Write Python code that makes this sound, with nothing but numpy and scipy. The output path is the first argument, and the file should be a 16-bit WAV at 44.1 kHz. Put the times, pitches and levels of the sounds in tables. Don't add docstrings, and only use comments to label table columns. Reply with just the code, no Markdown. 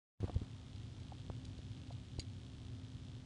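import sys
import numpy as np
from scipy import signal
from scipy.fft import rfft, irfft
from scipy.io import wavfile
from scipy.ndimage import uniform_filter1d

SR = 44100
rng = np.random.default_rng(int(sys.argv[2]) if len(sys.argv) > 2 else 0)


def bounce(signal):
    frames = np.transpose(np.atleast_2d(signal))
    limited = np.clip(frames, -1, 1)
    pcm = np.round(limited * 32767).astype(np.int16)
    wavfile.write(sys.argv[1], SR, pcm)


def volts_from_decibels(level):
    exponent = np.asarray(level, float) / 20
    return 10 ** exponent


N = 143325
START_S = 0.2022


def level(x, db):
    return x * volts_from_decibels(db) / np.sqrt(np.mean(x ** 2))


def band(x, hz, width):
    return signal.lfilter(*signal.iirpeak(hz, hz / width, fs=SR), x)


def add(out, s, sound):
    i = int(s * SR)
    out[i:i + len(sound)] += sound[:N - i]


def walk(rate):
    k = int(SR / rate)
    steps = np.repeat(rng.standard_normal(N // k + 1), k)
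    smooth = uniform_filter1d(uniform_filter1d(steps, k), k)
    return 0.76 * smooth[:N]


def coloured(shape, db):
    hz, gain = np.array(shape).T
    f = np.fft.rfftfreq(N, 1 / SR) + 1
    weight = volts_from_decibels(np.interp(np.log(f), np.log(hz), gain))
    weight = weight * (f > hz[0]) * (f < hz[-1])
    return level(irfft(rfft(rng.standard_normal(N)) * weight, N), db)


# freq_hz [Hz], density_db [dB per Hz]
RUMBLE_SHAPE = [(15, -46.5), (30, -16.5), (60, -7), (114, 0.5), (165, -13.5), (300, -23.5), (420, -32.5),
                (900, -37), (1200, -81)]
# freq_hz [Hz], density_db [dB per Hz]
HISS_SHAPE = [(530, -32), (900, -6), (2100, -6.5), (3430, -5), (4500, -6), (6000, -9.5), (8340, -15),
              (10300, -22.5), (13000, -53)]
# centre_hz [Hz], width_hz [Hz], level_db [dB]
MOTOR_HUMS = [
    (120.06, 17.23, -56.5),
    (301.6, 15, -72),
    (201.8, 27, -66),
]
# pitch_hz [Hz], level_db [dB]
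FAN_TONES = [
    (258.4, -62),
    (371, -76.5),
]
RUMBLE_DB, HISS_DB = -51.5, -70
SWELL_DB, FLICKER_DB = 1.5, 1.5
SETTLE_DB, SETTLE_S = 4.5, 0.1


def house():
    t = np.arange(N) / SR
    rumble = coloured(RUMBLE_SHAPE, RUMBLE_DB)
    settle = SETTLE_DB * np.exp(-np.abs(t - START_S) / SETTLE_S)
    swell = SWELL_DB * walk(0.81) + FLICKER_DB * walk(14)
    rumble = rumble * volts_from_decibels(swell + settle)
    hums = sum(level(band(rng.standard_normal(N), hz, width), db) for hz, width, db in MOTOR_HUMS)
    for hz, db in FAN_TONES:
        strength = volts_from_decibels(2.68 * walk(5.948))
        tone = np.sin(2 * np.pi * hz * t + 0.4 * walk(4.4))
        hums = hums + level(strength * tone, db)
    hiss = coloured(HISS_SHAPE, HISS_DB) * volts_from_decibels(0.5 * walk(1.4))
    return rumble + hums + hiss


# centre_hz [Hz], width_hz [Hz], level_db [dB]
CASE_RESONANCES = [
    (1700, 840, -11),
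    (3337, 1078, 1.5),
    (5560, 3500, -16),
]
# multiple [of WHINE_HZ], level_db [dB]
WHINE_PARTIALS = [(3, -90.5), (4, -94.5), (5, -87), (6, -89.5), (7, -88), (8, -93), (9, -98.5)]
WHINE_HZ = 735.6
TICK_HZ, TICK_START_S, TICK_JITTER_S = 59.98, -0.0008, 0.0009
TICK_DB, TICK_SCATTER_DB = -30, 1.58


def ticks():
    pulse, t = np.zeros(N), np.arange(N) / SR
    chance = rng.standard_normal((int(N / SR * TICK_HZ) - 1, 2))
    for k, c in enumerate(chance):
        s = TICK_START_S + (k + 1) / TICK_HZ + TICK_JITTER_S * c[0]
        add(pulse, s, volts_from_decibels(TICK_DB + TICK_SCATTER_DB * c[1:]))
    whine = np.zeros(N)
    for multiple, db in WHINE_PARTIALS:
        phase = 2 * np.pi * round(multiple) * WHINE_HZ * t + 0.5 * walk(3)
        whine += level(np.sin(phase), db)
    ring = sum(volts_from_decibels(db) * band(band(pulse, hz, width), hz, 2 * width) for hz, width, db in CASE_RESONANCES)
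    return whine + ring


RUB_HZ, RUB_WIDTH_HZ, RUB_DB = 866, 735, -63.5
RUB_S, RUB_GRAIN_DB = 0.2126, 5


def rub():
    t = np.maximum(np.arange(N) / SR - START_S, 0)
    noise = level(band(rng.standard_normal(N), RUB_HZ, RUB_WIDTH_HZ), RUB_DB)
    return noise * volts_from_decibels(RUB_GRAIN_DB * walk(117.5)) * np.exp(-t / RUB_S)


# start_s [s], level_db [dB], length_ms [ms], direction [signed factor]
BODY_PUSHES = [(0.2307, -28.5, 2.19, 0.84), (0.239, -31, 1.93, 0.52), (0.2415, -25.5, 2.49, 0.877),
               (.225, -44.5, 4.1, -0.63), (0.2965, -31.5, 1.177, 1), (0.354, -34, 7.55, -1.074),
               (.3612, -25.5, 5.5, 0.711), (0.4166, -34, 3.146, -1.12), (0.4228, -40, 2.6, 1),
               (0.48, -47.5, 2.82, 0.98), (1.289, -44, 7.4, 1), (1.3002, -34, 0.913, -0.84),
               (1.2999, -38, 1.49, -0.81), (1.3007, -34.5, 8.1, 0.41), (1.590, -41, 2.3, -1.11),
               (2.181, -43, 8.1, -1.34), (2.188, -30, 2.276, 0.67), (2.190, -41.5, 4.42, 0.86)]
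PUSH_SKEW = 0.777
THUD_RING_HZ, THUD_RING_WIDTH_HZ, THUD_RING_DB = 89.3, 48.4, 3.5


def thuds():
    push = np.zeros(N)
    for s, db, ms, way in BODY_PUSHES:
        phase = np.linspace(0, 1, int(ms * SR / 1000) + 2) ** PUSH_SKEW
        add(push, s, way * volts_from_decibels(db) * np.sin(np.pi * phase) ** 2)
    return push + volts_from_decibels(THUD_RING_DB) * band(push, THUD_RING_HZ, THUD_RING_WIDTH_HZ)


# start_s [s], level_db [dB], pitch_hz [Hz], t60_s [s]
ARM_KNOCKS = [(.2335, -43.5, 433, 0.019), (.244, -46.5, 476, 0.0344), (0.25, -54, 1505, 0.015),
              (.278, -40, 848, 0.015), (.2815, -38.5, 596, 0.0188), (.298, -45.5, 705, 0.041),
              (.2985, -59.5, 1161, 0.01), (.300, -40.5, 346, 0.022), (.362, -39.5, 463.5, 0.0235),
              (.419, -45.5, 342, 0.029), (1.120, -40.5, 789, 0.0226), (1.1235, -43.5, 654, 0.0168),
              (1.906, -44, 768.3, .03), (1.909, -44, 719, 0.0278), (1.9045, -43.5, 526, 0.0173),
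              (2.186, -46, 805, 0.0115)]
KNOCK_RISE_S = 0.00064


def knocks():
    out, t = np.zeros(N), np.arange(SR // 10) / SR
    onset = 1 - np.exp(-t / KNOCK_RISE_S)
    for s, db, hz, t60 in ARM_KNOCKS:
        decay = volts_from_decibels(db - 60 * t / t60)
        add(out, s, decay * onset * np.sin(2 * np.pi * hz * t))
    return out


# start_s [s], level_db [dB], ring_share [of full t60], tilt_db [dB per octave]
HANGER_CONTACTS = [(.760, -62, 0.55, -7), (1.002, -63.5, .3, -10.5), (1.019, -74, 0.18, 7),
                   (1.0315, -60.5, 0.24, -0.5), (1.452, -54.5, 0.28, -1), (1.454, -60, .3, 1.5),
                   (1.482, -70, .3, 9), (1.581, -61.5, .3, -0.5), (1.775, -65.5, 0.34, -10.5),
                   (1.872, -63, 0.46, -7.5), (1.92, -62.5, .2, 2), (1.9247, -60.5, .4, -7.5),
                   (2.183, -62.5, 0.31, -0.5), (2.1953, -44, 0.934, 2), (2.1970, -58, 0.7, 9.5),
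                   (2.2001, -50.5, 0.67, -7), (2.2035, -56, 0.47, 11), (2.2104, -69.5, 1.13, -0.5),
                   (2.2160, -61.5, 0.7, -2), (2.227, -63, .5, -4.5), (.257, -64.5, 0.224, 0.5),
                   (0.344, -60.5, 0.15, 8), (1.192, -67.5, 0.28, 3), (1.204, -66.5, .4, -1.5)]
# mode_hz [Hz], level_db [dB], t60_s [s]
HANGER_MODES = [(2235, -7, .04), (2790, -5, .04), (3340, -5, .04), (3750, -9, .03), (4085, 3, .055),
                (4400, -12, .035), (4685, 3, .035), (4930, -5, .026), (6590, -9, .05), (6890, -12, .09),
                (7500, -9, .018), (8010, -12, .032), (8730, -14, .032), (10200, -27, .03)]
CRACK_DB, CRACK_S, MODE_SCATTER_DB = 2, 0.003, 1.0


def clicks():
    out, t = np.zeros(N), np.arange(SR // 10) / SR
    hz, gain, t60 = np.array(HANGER_MODES).T[:, :, None]
    chance = rng.standard_normal((len(HANGER_CONTACTS), len(HANGER_MODES), 3, 1))
    cracks = rng.standard_normal((len(HANGER_CONTACTS), len(t)))
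    for (s, db, ring, tilt_db), c, crack in zip(HANGER_CONTACTS, chance, cracks):
        weight_db = gain + MODE_SCATTER_DB * c[:, 0] + tilt_db * np.log2(hz / 4000)
        decay_db = -60 * t / (t60 * max(ring, 0.05))
        phase = 2 * np.pi * hz * (1 + 0.0014 * c[:, 1]) * t + np.pi * c[:, 2]
        modes = (volts_from_decibels(weight_db + decay_db) * np.sin(phase)).sum(axis=0)
        burst = band(crack * np.exp(-t / CRACK_S), 3700, 3900)
        add(out, s, volts_from_decibels(db) * (modes + volts_from_decibels(CRACK_DB) * burst))
    return signal.sosfilt(signal.butter(2, 1700, "high", fs=SR, output="sos"), out)


def scene():
    return (house() + ticks() + thuds() + knocks() + clicks() + rub())[None]


def low_pass(x):
    return signal.sosfilt(signal.butter(12, 10480, fs=SR, output="sos"), x)


TOP_HZ, FADE_S = 10500, 0.00086
LEAD_IN_DB, LEAD_IN_DB_PER_S = -26, 900


def record(dry):
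    t = np.arange(N) / SR
    x = signal.sosfilt(signal.butter(2, 28, "high", fs=SR, output="sos"), dry)
    x = signal.sosfilt(signal.ellip(8, 0.2, 30, TOP_HZ, fs=SR, output="sos"), x)
    lead_in = volts_from_decibels(LEAD_IN_DB + LEAD_IN_DB_PER_S * (t - START_S))
    opening = 1 - np.exp(-np.abs(t - START_S) / FADE_S)
    mix = x * np.where(t < START_S, lead_in, opening)
    return low_pass(mix)


dry = scene()
out = record(dry)
bounce(out)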